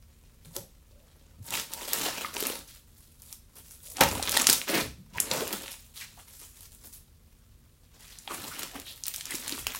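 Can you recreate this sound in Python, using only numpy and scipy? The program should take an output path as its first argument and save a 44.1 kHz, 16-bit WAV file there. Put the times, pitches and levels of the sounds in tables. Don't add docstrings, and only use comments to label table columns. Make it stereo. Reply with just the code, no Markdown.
import sys
import numpy as np
from scipy import signal
from scipy.fft import rfft, irfft, next_fast_len
from scipy.io import wavfile
from scipy.ndimage import uniform_filter1d

SR = 44100
rng = np.random.default_rng(int(sys.argv[2]) if len(sys.argv) > 2 else 0)


def inscribe(sig):
    pcm = np.round(np.clip(np.atleast_2d(sig).T, -1, 1) * 32767)
    wavfile.write(sys.argv[1], SR, pcm.astype(np.int16))


N = 431738
TIME = np.arange(N) / SR
EDGES = np.geomspace(160, 17000, 15)

# f/Hz, density/dB
AIR_SPECTRUM = [(12, -42), (20, -12.5), (33, 1.5), (86, -0.5), (116, -6), (163, -7.5), (187, -17.5),
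                (228, -11.5), (285, -20), (527, -23.5), (825, -41.5), (1060, -31), (1710, -33.5),
                (16000, -31.5)]
AIR_DB = -57
# f/Hz, level/dB
HUM_LINES = [(43.1, -72.5), (75.4, -67.5), (226.1, -75.5)]
# f/Hz, correlation/0-1
LIKENESS_BY_HZ = [(25, 0.97), (100, 0.7), (450, 0.5), (1200, 0.3), (3000, .05), (16000, 0.1)]
# f/Hz, level/dB
ROOM_LEVELS = [(100, -5.5), (400, -8), (1500, -3), (5000, -1), (15000, -0.5)]
# f/Hz, t60/s
ROOM_RING_TIMES = [(100, 0.31), (1000, 0.25), (5000, 0.33), (15000, 0.25)]
# t/s, level/dB, f/Hz, decay/s
TABLE_BUMPS = [(0.459, -47, 135, 0.041), (.57, -44, 140, 0.03), (1.384, -38, 106, 0.025),
               (1.483, -47.5, 116, .07), (1.928, -52, 129, 0.2), (4.009, -31, 75, 0.071),
               (4.01, -33.5, 150, 0.053), (4.13, -39.5, 75, .12), (4.459, -42.5, 132, .06),
               (4.73, -36, 173, 0.08), (4.82, -39.5, 74.5, 0.07), (4.97, -47.5, 151, .08),
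               (5.12, -45.5, 134, .06), (5.129, -49.5, 69, 0.18), (5.31, -39, 124, 0.062),
               (8.36, -50.5, 121, 0.14), (9.578, -48, 110, 0.033), (9.6, -41, 55, 0.055)]
# middle t/s, half length/s, f/Hz, relative width/ratio, level/dB
AIR_SQUIRTS = [(0.603, .04, 560, 0.27, -57.5), (0.984, 0.059, 548, 0.12, -64.5),
               (1.553, 0.047, 921, 0.016, -47), (1.796, 0.055, 910, .05, -48.5),
               (2.148, 0.027, 2720, 0.14, -48), (2.271, .028, 1200, 0.22, -48),
               (3.915, 0.047, 530, 0.22, -60), (4.025, .02, 826, .2, -29.5),
               (4.705, 0.011, 582, 0.061, -35.5), (4.76, .036, 1950, 0.38, -30.5),
               (5.163, 0.012, 962, 0.043, -44), (5.38, 0.048, 1200, 0.35, -40.5),
               (5.387, 0.059, 516, 0.29, -36.5), (6.024, 0.0094, 2000, .17, -42),
               (6.191, 0.012, 880, 0.4, -52.5), (8.312, 0.0096, 1182, 0.18, -36.5),
               (8.522, 0.01, 1360, .18, -45), (8.564, 0.031, 2150, 0.35, -47),
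               (8.888, 0.02, 3630, 0.22, -41.5), (9.308, 0.012, 2010, 0.25, -41),
               (9.359, 0.045, 300, 0.31, -49), (9.529, 0.049, 286, 0.28, -49)]
# t/s, level/dB, decay/s
SLIME_SLAPS = [(0.562, -39, 0.0071), (4.007, -11, 0.018), (4.368, -17, 0.0018), (5.311, -28, 0.013),
               (8.274, -41, 0.0093)]
# f/Hz, width/Hz, level/dB
HOLLOW_MODES = [(200, 290, -11), (350, 190, -5), (570, 45, 5.5), (870, 79, 11), (1230, 420, 1),
                (1570, 98, -11.5), (1940, 250, -5.5), (3300, 4860, -6)]
# f/Hz, width/Hz, level/dB
TABLE_RESONANCES = [(267, 15, -12), (445, 24, -1.5), (541, 12, 7.5), (600, 17, -13), (890, 32, -14),
                    (934, 13, -7), (1336, 27, -4), (1470, 14, -11)]
LIFT_S, LIFT_TAKES_S, LIFTED_DB = 5.6, .3, -5.5
# t/s, level/dB, f/Hz, decay/s
POCKET_PLOPS = [(.565, -38, 560, 0.014), (.567, -38.5, 368, 0.012), (1.879, -32, 560, 0.0032),
                (2.2465, -22.5, 1230, 0.0033), (2.247, -22, 2080, 0.0019), (2.024, -32, 328, .003),
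                (2.366, -31, 910, 0.005), (2.366, -30, 400, 0.0039), (2.425, -28.5, 420, 0.0086),
                (2.501, -21, 455, 0.002), (4.155, -22.5, 915, 0.0022), (4.196, -26.5, 770, 0.0045),
                (4.369, -18, 1880, 0.0043), (4.411, -26, 1170, 0.004), (4.469, -19.5, 1350, 0.0025),
                (4.497, -21, 356, 0.0028), (4.731, -24, 323, 0.0056), (5.313, -22, 540, 0.0042),
                (5.42, -23.5, 443, .0054), (6.1765, -44.5, 863, 0.0036), (8.276, -32, 805, 0.0037),
                (8.754, -38, 277, 0.014), (8.755, -35, 1200, 0.0019), (9.32, -23.5, 1980, 0.0016),
                (9.343, -28, 317, 0.0042), (9.524, -29.5, 310, .0055), (9.6685, -0.5, 2750, 0.00039),
                (9.748, -28, 1060, 0.0024)]
# t/s, level/dB (energy packed into 1 ms), f/Hz,
# spread/octaves, left-right/dB
SINGLE_POPS = [(0.5648, -21.5, 7960, 0.76, 4), (1.506, -24.5, 7800, .65, 3), (1.553, -17.5, 4270, 0.47, -5),
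               (1.5972, -26, 3700, 1.1, -15), (1.7359, -21.5, 9300, 0.7, 2),
               (1.9331, -10.5, 9900, 0.87, -1.5), (2.0136, -25, 4300, 0.67, -6),
               (2.3412, -28, 7000, 1.2, -1), (2.3668, -21.5, 3780, 0.51, 9), (2.405, -20.5, 10700, 0.3, -4),
               (2.4258, -21, 2800, 1.9, -3), (2.469, -17, 9600, 0.38, 0.5), (2.749, -41, 6200, .9, 1.5),
               (3.2202, -36.5, 9700, 0.41, -2), (3.327, -28.5, 8800, 0.39, 20),
               (3.9693, -27.5, 5750, 0.59, 3), (4.0089, -6, 3300, 1.8, 0), (4.0118, -11.5, 1190, 1.1, 8),
               (4.0365, -12.5, 5500, 1.8, 4), (4.088, -21.5, 7500, 0.41, 5),
               (4.2269, -16.5, 6470, 0.43, -6), (4.294, -17, 7160, 0.79, 2), (4.3188, -14, 8400, 0.58, 6),
               (4.356, -22.5, 3793, 0.77, -0.5), (4.368, -14, 5000, 0.86, 8.5), (4.372, -8, 4160, .85, 2),
               (4.418, -12.5, 8000, 0.31, 0), (4.4697, -2, 6100, 0.65, 0.5), (4.4983, -4.5, 7800, 0.94, 0),
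               (4.502, -9, 7000, 0.36, -1), (4.529, -7.5, 8500, 0.45, 6), (4.534, -12, 11300, 0.94, -2.5),
               (4.5804, -21, 8200, 0.25, 6), (4.6158, -22.5, 2870, 0.36, -1),
               (5.1834, -21.5, 2200, 0.38, 1), (5.202, -9, 8800, 0.28, -2),
               (5.3137, -15.5, 4700, 0.42, 2.5), (5.4775, -25, 8650, 0.62, 12),
               (5.528, -19.5, 8800, 0.77, 11), (5.6607, -33, 2250, 0.71, 0), (5.729, -32.5, 5400, .6, -10),
               (8.1868, -31, 7670, 0.33, 7), (8.2768, -27, 3100, 0.23, -2), (8.593, -24.5, 5700, 1.1, -4),
               (8.632, -25.5, 4600, 1.2, -2), (8.7991, -27, 9400, 1, -2), (9.0373, -24, 6860, 0.45, 2),
               (9.056, -28.5, 5660, 0.61, 0), (9.0667, -21.5, 10050, 0.6, -1),
               (9.0815, -16.5, 10200, 0.69, -2.5), (9.1393, -26, 8600, .5, -12),
               (9.144, -25.5, 6000, 1.2, -8), (9.1613, -23, 7900, .6, 2), (9.2096, -25, 4340, 0.61, 6),
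               (9.2551, -25.5, 6200, 0.73, 1), (9.3542, -24, 9050, .5, 1), (9.4791, -23, 4700, 0.88, -2),
               (9.4942, -23, 4700, 1, 3), (9.524, -23.5, 4280, 0.33, -4), (9.6684, -16, 5200, 1.1, 3.5),
               (9.749, -25.5, 6200, 1.2, 2)]
POCKET_PITCHES = [350, 2800, 9800]
# t/s, left-right/dB
HAND_PATH = [(0, -0.5), (1.6, 3), (2.4, 2), (3.0, 5), (3.33, 6.5), (3.7, 3), (4.5, 1.5), (5.3, 1.5),
             (6.0, 2), (6.9, 6), (7.6, 4), (8.4, 2.1), (9.1, 3), (9.78, 1)]
SCATTER_DB = 6
# f/Hz, level/dB
CRACKLE_EQ = [(180, -11), (270, -3), (380, -6.5), (550, -8), (900, -3.5), (1500, -5), (2500, -1), (4000, 1),
              (6000, -0.5), (8500, 2), (12000, 0.5), (15000, 0)]
# t/s, size spread/dB
SNAP_SPREAD = [(0, 5), (1.55, 4), (2.0, 2.5), (2.45, 7), (3.2, -3), (3.9, 6.5), (4.3, 8.5), (4.6, 8.5),
               (4.72, 3), (5.35, 3.5), (5.7, 7.5), (6.0, 1.5), (8.3, 2), (8.9, 6), (9.1, 8.5), (9.35, 7),
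               (9.75, 9)]
# fully pressed t/s, attack/s, hold/s, level/dB,
# large pockets against ordinary/dB, tiny against ordinary/dB
HAND_SQUEEZES = [(0.446, .01, 0.0092, -60, -1, 7.5), (0.554, 0.049, 0.0085, -56, 5, 12),
                 (1.539, 0.056, 0.042, -32, -8.5, 0), (1.729, 0.06, 0.0092, -43, -2.5, -1),
                 (1.827, 0.18, 0.23, -41.5, -5.5, 1.5), (1.939, .006, 0.025, -35, -3.5, 1.5),
                 (1.997, 0.045, 0.088, -32.5, -2.5, -1.5), (2.134, .05, 0.15, -38.5, -6, -3.5),
                 (2.352, 0.044, 0.056, -40, -3, 2.5), (2.439, 0.058, 0.082, -38, -1, 0),
                 (2.555, .03, 0.045, -52.5, 7, 6), (4.004, 0.021, 0.03, -31, 2.5, -5),
                 (4.087, .03, 0.14, -38.5, 3.5, 2), (4.231, 0.059, 0.18, -32, -9, -4),
                 (4.34, 0.089, 0.1, -30.5, -6, -1.5), (4.489, 0.047, 0.036, -26.5, -6, -2),
                 (4.582, 0.026, 0.038, -39.5, -7, 0.5), (4.695, 0.025, 0.029, -30, -1, -2.5),
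                 (4.739, 0.035, 0.046, -28.5, 3, -2.5), (5.173, 0.05, 0.14, -42.5, -1.5, -4.5),
                 (5.313, 0.02, .11, -34.5, -2, 0.5), (5.472, .03, 0.072, -38.5, 2.5, 1),
                 (5.593, .03, 0.019, -46.5, 2, -0.5), (8.313, .05, 0.15, -41, 2, 1),
                 (8.47, 0.089, 0.089, -48.5, -6, 7), (8.558, 0.051, 0.1, -42.5, -4, -0.5),
                 (8.748, .05, .05, -47, 4, -3.5), (9.318, 0.05, .04, -37.5, -16, 2),
                 (9.487, 0.13, 0.058, -38.5, -8, 1), (9.569, .03, 0.022, -40.5, -9, 1.5)]
ATTACK_RISE_DB = 20
SAG_DB_PER_S, RELEASE_DB_PER_S = 25.5, 258.5
# middle t/s, half length/s, level/dB,
# large pockets against ordinary/dB, tiny against ordinary/dB
HAND_PULLS = [(1.2, .15, -68.5, 2.5, -5), (1.464, 0.02, -59, 4, 15.5), (2.722, 0.045, -57.5, -23, 4.5),
              (3.016, 0.11, -70.5, -11, 12), (3.245, 0.037, -63.5, -8, 12), (3.32, 0.021, -56, -13, 10),
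              (3.581, 0.028, -60, 3, 10), (3.695, 0.046, -59, -26, 11), (3.875, 0.041, -52.5, -29, 12),
              (3.976, .015, -40, 0, -3), (5.69, 0.048, -45, -16, -1), (5.82, 0.054, -65.5, -17, 8),
              (5.984, 0.028, -48, -27, 4), (6.022, 0.019, -40.5, -25, -4), (6.2, 0.15, -61, -14, 5),
              (6.408, 0.11, -61, -12, 10), (6.428, 0.014, -52.5, -5, 1), (6.619, 0.041, -58.5, -13, 8),
              (6.75, .03, -67, -10, 14), (6.854, 0.025, -57.5, 2, 12), (6.95, .018, -56.5, -13, 14.5),
              (7.96, .015, -58, 3, 0), (8.088, 0.089, -52, -13, -1), (8.25, .03, -57, -19, 4),
              (8.712, 0.055, -49.5, -13, -3), (8.896, 0.028, -50.5, -2, 6.5), (8.97, 0.056, -54, -12, 4),
              (9.081, 0.019, -41.5, -14, -12), (9.169, 0.027, -43, -19, 1), (9.266, 0.035, -44.5, -16, -1),
              (9.693, 0.035, -39, -10.5, -9), (9.768, 0.028, -40, -13, 0.5)]
REST_DB = -71.5
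SLIP_DB, SLIPS_PER_S = 3.5, 110
FOLD_DB, FOLDS_PER_S = 2, 35
CUTOFF_HZ = 15950


def from_db(db):
    return 10 ** (np.asarray(db) / 20)


def rms_one(x):
    return x / np.sqrt(np.mean(x ** 2) + 1e-20)


def at_hz(points, hz):
    f, value = np.transpose(points)
    return np.interp(np.log(np.maximum(hz, 1)), np.log(f), value)


def band(x, low, high, order=2):
    sos = signal.butter(order, [low, min(high, .47 * SR)], "band", fs=SR, output="sos")
    return signal.sosfilt(sos, x + 1e-18)


def add(out, sound, s):
    i = max(round(s * SR), 0)
    out[:, i:i + sound.shape[1]] += sound[:, :N - i]


def pan(db):
    gains = from_db(np.array([db, -db]) / 2).reshape(2, -1)
    return gains / np.sqrt(np.mean(gains ** 2, axis=0))


def drift(s, per_s):
    knots = np.linspace(0, TIME[-1], int(TIME[-1] * per_s) + 2)
    return np.interp(s, knots, rng.standard_normal(len(knots)))


def diffuse(size, spectrum=((20, 0), (20000, 0))):
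    padded = next_fast_len(size)
    hz = np.arange(padded // 2 + 1) * SR / padded
    alike = np.clip(at_hz(LIKENESS_BY_HZ, hz), 0, 1)
    mid, side = rfft(rng.standard_normal((2, padded)))
    both = np.sqrt(1 + alike) * mid + np.sqrt(1 - alike) * side * [[1], [-1]]
    return rms_one(irfft(both * from_db(at_hz(spectrum, hz)), padded)[:, :size])


def background(waver=0.2):
    knots = np.linspace(0, TIME[-1], 40)
    hum = np.zeros(N)
    for hz, db in HUM_LINES:
        swell = 1 + waver * np.interp(TIME, knots, rng.standard_normal(len(knots)))
        hum += from_db(db) * np.sqrt(2) * np.sin(2 * np.pi * hz * TIME) * swell
    return (from_db(AIR_DB) * diffuse(N, AIR_SPECTRUM) + hum) * pan(1.2)


def room_response(first_s=0.00031, bounce_s=0.0094, bounce_db=-17):
    t = TIME[:SR // 2]
    response = np.zeros((2, len(t)))
    for low, high in zip(EDGES, EDGES[1:]):
        hz = np.sqrt(low * high)
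        decay = from_db(-60 * t / at_hz(ROOM_RING_TIMES, hz))
        tail = band(diffuse(len(t)) * decay * (1 - np.exp(-t / first_s)), low, high)
        band_share = np.sqrt(2 * (high - low) / SR / len(t))
        response += rms_one(tail) * from_db(at_hz(ROOM_LEVELS, hz)) * band_share
    response[:, round(bounce_s * SR)] += from_db(bounce_db)
    return response


def room(x, count=4, moves_per_s=40):
    shares = np.array([drift(TIME, moves_per_s) for _ in range(count)])
    shares = shares / np.sqrt(np.sum(shares ** 2, axis=0))
    return sum(signal.oaconvolve(x * share, room_response(), axes=1)[:, :N] for share in shares)


def bumps(width=0.36, rise_s=0.0062):
    out, t = np.zeros((2, N)), TIME[:SR // 2]
    for s, db, hz, decay in TABLE_BUMPS:
        push = diffuse(len(t)) * (1 - np.exp(-t / rise_s)) * np.exp(-t / decay)
        thud = rms_one(band(push, hz / (1 + width), hz * (1 + width)))
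        add(out, thud * from_db(db) * np.sqrt(decay / 2 / t[-1]), s)
    return out * pan(1.6)


def squirts():
    out, t = np.zeros((2, N)), TIME[:SR // 2] - 1 / 4
    for s, half, hz, width, db in AIR_SQUIRTS:
        hiss = rms_one(band(diffuse(len(t)), hz / (1 + width), hz * (1 + width)))
        add(out, hiss * from_db(db) * np.exp(-(t / half) ** 2 / 2), s + t[0])
    return out * pan(1.2)


def slaps(patter_db=4):
    out, t = np.zeros((2, N)), TIME[:SR // 4]
    knots = t[::60]
    for s, db, decay in SLIME_SLAPS:
        patter = from_db(patter_db * np.interp(t, knots, rng.standard_normal(len(knots))))
        contact = diffuse(len(t)) * patter * np.exp(-t / decay)
        ring = 0
        for hz, width, mode_db in HOLLOW_MODES:
            mode = band(contact, max(hz - width / 2, 20), hz + width / 2, order=1)
            ring = ring + from_db(mode_db) * rms_one(mode)
        add(out, rms_one(ring) * from_db(db) * np.sqrt(decay / 2 / t[-1]), s)
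    return out


def table(x):
    contact = from_db(LIFTED_DB * np.clip((TIME - LIFT_S) / LIFT_TAKES_S, 0, 1))
    centre = x.mean(axis=0) * contact
    ring = sum(from_db(db) * band(centre, hz - width / 2, hz + width / 2, order=1)
               for hz, width, db in TABLE_RESONANCES)
    return pan(1.4) * ring


def cavity(hz, decay, glide=0.14, rise_s=0.00087):
    t = TIME[:SR // 10]
    pitch = hz * (1 + glide * (np.tanh(t / decay / 2) - .5))
    return np.sin(2 * np.pi * np.cumsum(pitch) / SR) * np.exp(-t / decay) * (1 - np.exp(-t / rise_s))


def plops(level_db=3):
    out = np.zeros((2, N))
    for s, db, hz, decay in POCKET_PLOPS:
        add(out, cavity(hz, decay) * from_db(db + level_db) * pan(1.5), s)
    return out


def pops(ring_cycles=0.61, rise_s=0.00029, crack_s=0.00037, crack_db=-1, tail_s=0.0031, tail_db=-18,
         lag_s=.000028, level_db=1):
    out, t = np.zeros((2, N)), TIME[:700]
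    for s, db, hz, octaves, side_db in SINGLE_POPS:
        late = lag_s * np.tanh(side_db / 4) * np.array([[-1], [1]])
        ring = np.sin(2 * np.pi * hz * (t - late)) * np.exp(-t * hz / ring_cycles)
        tear = diffuse(len(t)) * (np.exp(-t / crack_s) + from_db(tail_db) * np.exp(-t / tail_s))
        crack = band(tear, hz / 2 ** (1.6 * octaves), hz * 2 ** (1.38 * octaves))
        ring_gain = .5 / max(octaves, .3)
        pop = rms_one(ring) * ring_gain + from_db(crack_db) * rms_one(crack)
        pop = rms_one(pop * (1 - np.exp(-t / rise_s))) * np.sqrt(SR / 1000 / len(t))
        add(out, pop * from_db(db + level_db) * pan(side_db), s)
    return out


def pocket_levels(s):
    t = TIME[::44]
    power = from_db(REST_DB) ** 2
    for start, attack, hold, db, bass_db, treble_db in HAND_SQUEEZES:
        age = t - start
        fall = ATTACK_RISE_DB * np.maximum(-age, 0) / attack
        fall += SAG_DB_PER_S * np.maximum(age, 0)
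        fall += RELEASE_DB_PER_S * np.maximum(age - hold, 0)
        power = power + np.outer(from_db([bass_db, 0, treble_db]), from_db(db - fall)) ** 2
    for middle, half, db, bass_db, treble_db in HAND_PULLS:
        swell = from_db(db) * np.exp(-((t - middle) / half) ** 2 / 2)
        power = power + np.outer(from_db([bass_db, 0, treble_db]), swell) ** 2
    return np.array([np.interp(s, t, 10 * np.log10(p)) for p in power])


def bubbling(count=1100, low_hz=350, high_hz=3400, cycles=2.2, level_db=-1, size_db=4):
    out, draws = np.zeros((2, N)), rng.random((count, 4))
    times = draws[:, 0] * TIME[-1]
    for s, levels, (height, size, spot) in zip(times, pocket_levels(times).T, draws[:, 1:]):
        hz = low_hz * (high_hz / low_hz) ** height
        db = np.interp(np.log(hz), np.log(POCKET_PITCHES), levels)
        db += level_db + size_db * (2 * size - 1.5)
        hands_db = np.interp(s, *np.transpose(HAND_PATH))
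        side_db = hands_db + SCATTER_DB * height * (2 * spot - 1)
        add(out, cavity(hz, cycles / hz) * from_db(db) * pan(side_db), s)
    return out


def crackle(per_s=2600, spread_octaves=1.66, lag_s=.00011, shadow_hz=2500, level_db=-8.0):
    born = np.flatnonzero(rng.random(N - 100) < per_s / SR)
    s, count = born / SR, len(born)
    spread_db = np.interp(s, *np.transpose(SNAP_SPREAD))
    size = from_db(spread_db * np.minimum(rng.standard_normal(count), 2.6))
    pitch = np.exp(rng.uniform(np.log(200), np.log(20000), count))
    hands_db = np.interp(s, *np.transpose(HAND_PATH))
    spot_db = SCATTER_DB * rng.standard_normal(count)
    lag = np.round(lag_s * SR * rng.standard_normal(count) / 2).astype(int)
    levels = pocket_levels(s) + SLIP_DB * drift(s, SLIPS_PER_S)
    out = np.zeros((2, N))
    for low, high in zip(EDGES, EDGES[1:]):
        hz = np.sqrt(low * high)
        shares = np.array([np.interp(np.log(hz), np.log(POCKET_PITCHES), row)
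                           for row in np.eye(len(POCKET_PITCHES))])
        distance = np.log2(hz / pitch) / spread_octaves
        push = size * np.exp(-distance ** 2 / 2) * rng.standard_normal(count)
        push = push / np.sqrt(uniform_filter1d(push ** 2, size=200) + 1e-12)
        fold_db = FOLD_DB * drift(s, FOLDS_PER_S)
        push *= from_db(shares @ levels + at_hz(CRACKLE_EQ, hz) + fold_db + level_db)
        push *= SR / np.sqrt(2 * per_s * (high - low))
        sides = pan(hands_db + spot_db * min(hz / shadow_hz, 1))
        clicks = [np.bincount(np.clip(born + way * lag, 0, N - 1), push * side, N)
                  for way, side in zip((-1, 1), sides)]
        out += band(np.array(clicks), low, high)
    return out


def scene(pop_room_db=-5):
    crunch = crackle()
    snaps = pops() + plops()
    body = crunch + table(crunch) + bubbling() + slaps() + squirts() + bumps()
    return body + snaps + room(body + from_db(pop_room_db) * snaps) + background()


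def record(dry):
    low_pass = signal.ellip(10, .2, 80, CUTOFF_HZ, fs=SR, output="sos")
    return signal.sosfilt(low_pass, np.clip(dry, -1, 1))


dry = scene()
out = record(dry)
inscribe(out)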